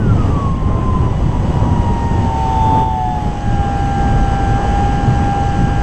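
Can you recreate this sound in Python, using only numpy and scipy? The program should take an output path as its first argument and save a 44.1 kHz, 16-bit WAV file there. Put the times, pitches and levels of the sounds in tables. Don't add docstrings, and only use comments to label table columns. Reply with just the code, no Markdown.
import sys
import numpy as np
from scipy import signal
from scipy.fft import rfft, irfft, next_fast_len
from scipy.io import wavfile
from scipy.ndimage import uniform_filter1d, map_coordinates

SR = 44100
rng = np.random.default_rng(int(sys.argv[2]) if len(sys.argv) > 2 else 0)


def wav_record(signal):
    frames = np.transpose(np.atleast_2d(signal))
    bounded = np.clip(frames, -1, 1)
    quanta = np.round(bounded * 32767).astype(np.int16)
    wavfile.write(sys.argv[1], SR, quanta)


def linear_from_db(decibels):
    return 10 ** (np.asarray(decibels, float) / 20)


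N = 256662
STEP = 64
CRUISE_LOAD_DB, CRUISE_WIND_DB = -46, -15


def unit(x):
    return x / np.sqrt(np.mean(x ** 2) + 1e-20)


def along(points, hz):
    f, v = np.transpose(points)
    return np.interp(np.log(hz + 1), np.log(f + 1), v)


def control_times():
    return np.arange(0, N + STEP, STEP) / SR


def curve(rows):
    s, value = np.transpose(rows)
    return np.interp(control_times(), s, value)


def full(control):
    return np.interp(np.arange(N) / STEP, np.arange(len(control)), control)


def wobble(rate):
    knots = rng.standard_normal(int(N * rate / SR) + 4)
    return map_coordinates(knots, [control_times() * rate])


def bumps(rows):
    t = control_times()
    return sum(db * np.exp(-((t - s) / half) ** 2) for s, db, half in rows)


def resonance(hz, centre, width):
    return 1 / (1 + (2 * (hz - centre) / width) ** 2)


def tone(phase, db):
    return np.sqrt(2) * full(linear_from_db(db)) * np.sin(phase + rng.uniform(0, 2 * np.pi))


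def noise(spectrum, patchy_db):
    z = signal.stft(rng.standard_normal(N + 512), nperseg=512)[2]
    field = uniform_filter1d(rng.standard_normal(z.shape), 5, 0)
    field = unit(uniform_filter1d(field, 10, 1))
    x = signal.istft(z * linear_from_db(patchy_db * field), nperseg=512)[1]
    m = next_fast_len(N + 8192)
    colour = linear_from_db(along(spectrum, np.fft.rfftfreq(m, 1 / SR)))
    return unit(irfft(rfft(x, m) * colour, m)[:N])


# (time [s], turns [Hz])
GOVERNED_SPEED = [(0.6, 75.1), (.75, 74.6), (.9, 73.6), (1.2, 70), (1.48, 69.67), (1.6, 69), (2.1, 66.4),
                  (2.35, 64.7), (2.65, 63.27), (2.87, 63.23), (3.07, 61.42), (3.5, 57.53), (3.95, 56.9),
                  (4.5, 56.68), (4.62, 57.37), (4.95, 57.6), (5.5, 57.1), (5.82, 57.4)]


def shaft():
    from_hz, to_hz, rundown_s = 110, 70, .295
    free = to_hz + (from_hz - to_hz) * np.exp(-control_times() / rundown_s)
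    governed = curve(GOVERNED_SPEED) + 0.1202 * wobble(6)
    still_free = np.logical_and.accumulate(free > governed)
    hz = np.where(still_free, free, governed)
    tremble = 0.0017 * full(wobble(25))
    return hz, 2 * np.pi * np.cumsum(full(hz)) / SR + tremble


# (time [s], blade hiss
# level [dB])
LOAD = [(0, -54), (.25, -48.5), (.47, -51), (.53, -53.5), (.9, -52.5), (1.12, -51.5), (1.6, -49),
        (2.1, -48.5), (2.45, -46.5), (2.8, -48.5), (2.97, -52), (3.3, -50), (3.7, -47), (4.33, -45.5),
        (4.7, -45.5), (4.85, -45), (5.0, -46), (5.82, -46.5)]


def blade_load():
    return curve(LOAD)


# (centre [Hz], width [Hz], depth [dB])
MOUNT_NODES = [(984.5, 12, -18), (1210, 29, -11), (1324, 17, -20), (1814, 36, -10), (1772, 30, -8.5),
               (2200, 130, -8)]


def carried(modes, hz, steep, follows):
    power = sum(linear_from_db(2 * db) * resonance(hz, c, w) ** steep for c, w, db in modes)
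    nodes_db = sum(db * resonance(hz, c, w) for c, w, db in MOUNT_NODES)
    return 10 * np.log10(power) + nodes_db + follows * (blade_load() - CRUISE_LOAD_DB)


# (centre [Hz], width [Hz], level at cruise load [dB])
MAGNET_MODES = [(1500, 73, -31.5), (1367, 50, -23), (1253, 36, -23.5), (1102, 66, -18.5), (1011, 40, -24.5),
                (944.5, 32, -26), (885.4, 27.5, -15.5), (867, 58, -19.5), (795.6, 45, -23)]
SLOT_MODES = [(810, 13, -30), (771, 50, -24), (742, 18.2, -16)]
DOUBLE_MODES = [(2085, 50, -46), (1920, 60, -51), (1840, 45, -35.5), (1722, 56, -39.5), (1583.5, 24, -33.5),
                (1610, 33, -37.5)]
FOURTH_MODES = [(3750, 90, -60.5), (3532, 62, -44), (3244, 26, -56.5)]
# (time [s], level [dB], half length [s])
TORQUE_KICKS = [
    (0.716, 1, 0.052),
    (.89, 6, 0.024),
    (0.957, 8, 0.021),
    (1.358, 8.5, 0.024),
    (1.46, -10, 0.065),
    (1.627, 2.5, .08),
    (1.862, 2, 0.042),
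    (3.4, -1.5, .12),
    (4.813, 4, 0.059),
]
# (multiple of shaft speed, level [dB])
WEAK_ORDERS = [(1, -39), (11, -62.5), (13, -61), (21, -68.5), (23, -72), (24, -61), (26, -61), (27, -75),
               (30, -50.5), (32, -63), (33, -50.5), (34, -59.5), (35, -68.5), (37, -49), (42, -45),
               (44, -55.5), (46, -52), (47, -47), (50, -51), (51, -47.5), (53, -45.5), (54, -51), (58, -45),
               (70, -44), (84, -41)]
# (frequency [Hz], gain [dB])
AIRFRAME = [(620, 14), (690, 14.5), (750, 27.5), (810, 30), (1100, 21), (1366, 23), (1430, 15.5),
            (1720, 7.5), (1830, -7), (2150, -7), (2650, -7.5), (3050, -5.5), (3500, -20), (4200, -21)]


def motor(hz, angle):
    magnets_db = carried(MAGNET_MODES, 14 * hz, steep=1.25, follows=0.85)
    magnets_db = magnets_db + bumps(TORQUE_KICKS) + 1.3 * wobble(6)
    slots_db = carried(SLOT_MODES, 12 * hz, steep=2.02, follows=0.54) + 1.3 * wobble(5.96)
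    double_db = carried(DOUBLE_MODES, 28 * hz, steep=1.2, follows=0.34) + 1.7 * wobble(6.4)
    fourth_db = carried(FOURTH_MODES, 56 * hz, steep=1.4, follows=.6) + 1.2 * wobble(6)
    strong = [(14, magnets_db), (12, slots_db), (28, double_db), (56, fourth_db)]
    whine = sum(tone(multiple * angle, db + 0.43 * wobble(18)) for multiple, db in strong)
    whine += tone(52 * angle, fourth_db - 3 + wobble(10))
    whine += tone(16 * angle, magnets_db - 25)
    whine += tone(18 * angle, fourth_db + 3)
    load_db = 1.53 * (blade_load() - CRUISE_LOAD_DB)
    for multiple, db in WEAK_ORDERS:
        heard_db = db + along(AIRFRAME, multiple * hz) + load_db
        whine += tone(multiple * angle, heard_db + 0.45 * wobble(11))
    return whine


# (distance [shaft orders], level re blade hiss [dB])
ROTOR_BEATS = [(-86, -18), (-84, -17), (-21, -24), (-14, -22), (-6, -29), (-4, -26), (-2, -25), (-1, -29),
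               (1, -30), (2, -26), (4, -20), (6, -21), (8, -30), (10, -29), (14, -33), (-70, -19)]
# (centre [Hz], width [Hz], lift [dB])
CAN_MODES = [
    (3535, 110, 25),
    (6600, 120, 12),
]


def controller(hz, angle):
    switch_hz = 7813
    carrier = 2 * np.pi * switch_hz * np.arange(N) / SR
    hiss_db = blade_load()
    whistle = tone(carrier, hiss_db - 8.5 + 0.69 * wobble(6.1))
    for away, db in ROTOR_BEATS:
        beat_hz = switch_hz + away * hz
        lift_db = sum(top * resonance(beat_hz, c, w) for c, w, top in CAN_MODES)
        load_db = hiss_db + 0.27 * (hiss_db + 33.5)
        whistle += tone(carrier + away * angle, db + lift_db + load_db + 1.5 * wobble(9.0))
    return whistle


# (time [s],
# strength [dB])
WIND = [(0, -12.5), (.25, -10.5), (.47, -13), (.53, -17.5), (.75, -10.5), (1.15, -15.5), (1.65, -11),
        (1.9, -12.5), (2.12, -13), (2.35, -15.5), (2.8, -13), (2.97, -19.5), (3.5, -17.5), (4.16, -14),
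        (4.35, -15.5), (4.9, -13.5), (5.3, -14), (5.82, -15)]
# (time [s], level [dB], half length [s])
GUSTS = [
    (.78, -2.5, 0.09),
    (1.65, 2.5, 0.037),
    (2.13, 3, 0.038),
    (2.5, -3, 0.11),
    (4.21, 4.5, .03),
    (4.72, -2.5, .06),
    (5.1, 2.5, .04),
    (5.6, 3, .07),
]


def air_levels():
    wind_db, load_db = curve(WIND) - CRUISE_WIND_DB, blade_load() - CRUISE_LOAD_DB
    buffet_db = -15.0 + 0.7 * wind_db + bumps(GUSTS) + .5 * wobble(7)
    rush_db = -28.5 + 0.79 * wind_db + 0.27 * load_db + 0.97 * wobble(8)
    buzz_db = -45.5 + .15 * wind_db + 0.63 * load_db + 0.25 * wobble(6)
    hiss_db = -46.0 + load_db + 0.4 * wobble(7)
    return buffet_db, rush_db, buzz_db, hiss_db


# (centre [Hz], width [Hz], level re frame buzz [dB])
RINGS = [(2500, 9.2, -10), (2690, 37, -16), (2933, 55, -8), (3353, 9.8, -13)]


def frame_rings():
    f = np.fft.rfftfreq(N, 1 / SR)
    push = rfft(rng.standard_normal(N))
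    rings = 0
    for c, w, db in RINGS:
        mode = f * w / (c * c - f * f + 1j * f * w)
        rings = rings + linear_from_db(db) * unit(irfft(push * mode ** 2, N))
    return rings


# (frequency [Hz], level per Hz [dB])
BUFFET = [(7.1, -34), (12, -1), (43, 0), (113, 0.5), (254, -9.5), (400, -21), (520, -27.5), (880, -120)]
RUSH = [(120, -38.5), (250, -3.5), (400, -3), (620, -7), (850, -7), (1100, -10.5), (1350, -18.5),
        (1700, -27), (2200, -48.5), (5000, -120)]
BUZZ = [(300, -120), (900, -20.5), (1400, -4.5), (1900, 1), (2300, -4.5), (2600, -5.5), (2950, -1.5),
        (3300, -7.5), (3700, -13), (4500, -37), (8000, -120)]
HISS = [(1500, -120), (2600, -29.5), (3600, -1), (4840, 3), (5490, -0.5), (6040, 4.5), (6850, 0),
        (7500, -4), (8200, -7), (9300, -17.5), (13000, -120)]
TOP_AIR = [(4000, -120), (7500, -2.5), (9300, 0), (11000, -4.5), (12000, -9), (13200, -9.5), (15200, -14.5)]


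def slipstream(angle):
    buffet_db, rush_db, buzz_db, hiss_db = [full(c) for c in air_levels()]
    gust = full(wobble(18))
    chop = np.cos(2 * angle)
    buffet = linear_from_db(buffet_db) * unit(linear_from_db(1.07 * full(wobble(14))) * noise(BUFFET, patchy_db=0.14))
    rush = linear_from_db(rush_db + 1.5) * unit(linear_from_db(0.97 * full(wobble(30))) * noise(RUSH, patchy_db=0.24))
    buzz = linear_from_db(buzz_db + 6.5) * unit(linear_from_db(0.49 * gust + 0.55 * chop) * noise(BUZZ, patchy_db=0.5))
    rings = linear_from_db(buzz_db) * frame_rings()
    blades = 2.2 * chop + 0.73 * np.cos(angle)
    hiss = linear_from_db(hiss_db + 1.5) * unit(linear_from_db(0.27 * gust + blades) * noise(HISS, patchy_db=1.2))
    airy = linear_from_db(0.39 * hiss_db - 44 + .8 * gust) * noise(TOP_AIR, patchy_db=3.0)
    return airy + buffet + rush + buzz + rings + hiss


def scene():
    hz, angle = shaft()
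    return (motor(hz, angle) + controller(hz, angle) + slipstream(angle))[None]


# (frequency [Hz], share [0-1])
STARVED = [(9000, 0), (10000, .06), (11500, .2), (12500, .45), (14000, .6), (15000, .85)]


def starved(x):
    hz, t, z = signal.stft(x, SR, nperseg=1024)
    cells = rng.standard_normal((len(hz) // 5 + 1, len(t) // 2 + 1))
    frames = cells.shape[1]
    spare = np.interp(2 * np.arange(frames), [270, 310], [.5, -.1])
    luck = spare + .85 * cells + .5 * rng.standard_normal(frames)
    luck = np.kron(luck, np.ones((5, 2)))[:len(hz), :len(t)]
    rank = 1 / (1 + np.exp(-1.7 * luck))
    kept = rank > along(STARVED, hz)[:, None]
    return signal.istft(z * kept, SR, nperseg=1024)[1][:, :N]


def roll_off(x):
    return signal.sosfilt(signal.butter(12, 15140, fs=SR, output="sos"), x)


# (time [s], level [dB])
DUCK = [
    (2.7, 0),
    (2.83, 1),
    (2.845, -2.5),
    (2.97, 0),
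]


def record(dry):
    ducked = dry * linear_from_db(full(curve(DUCK)))
    soft = ducked / (1 + np.abs(ducked) ** 4) ** (1 / 4)
    mix = starved(soft)
    return roll_off(mix)


dry = scene()
out = record(dry)
wav_record(out)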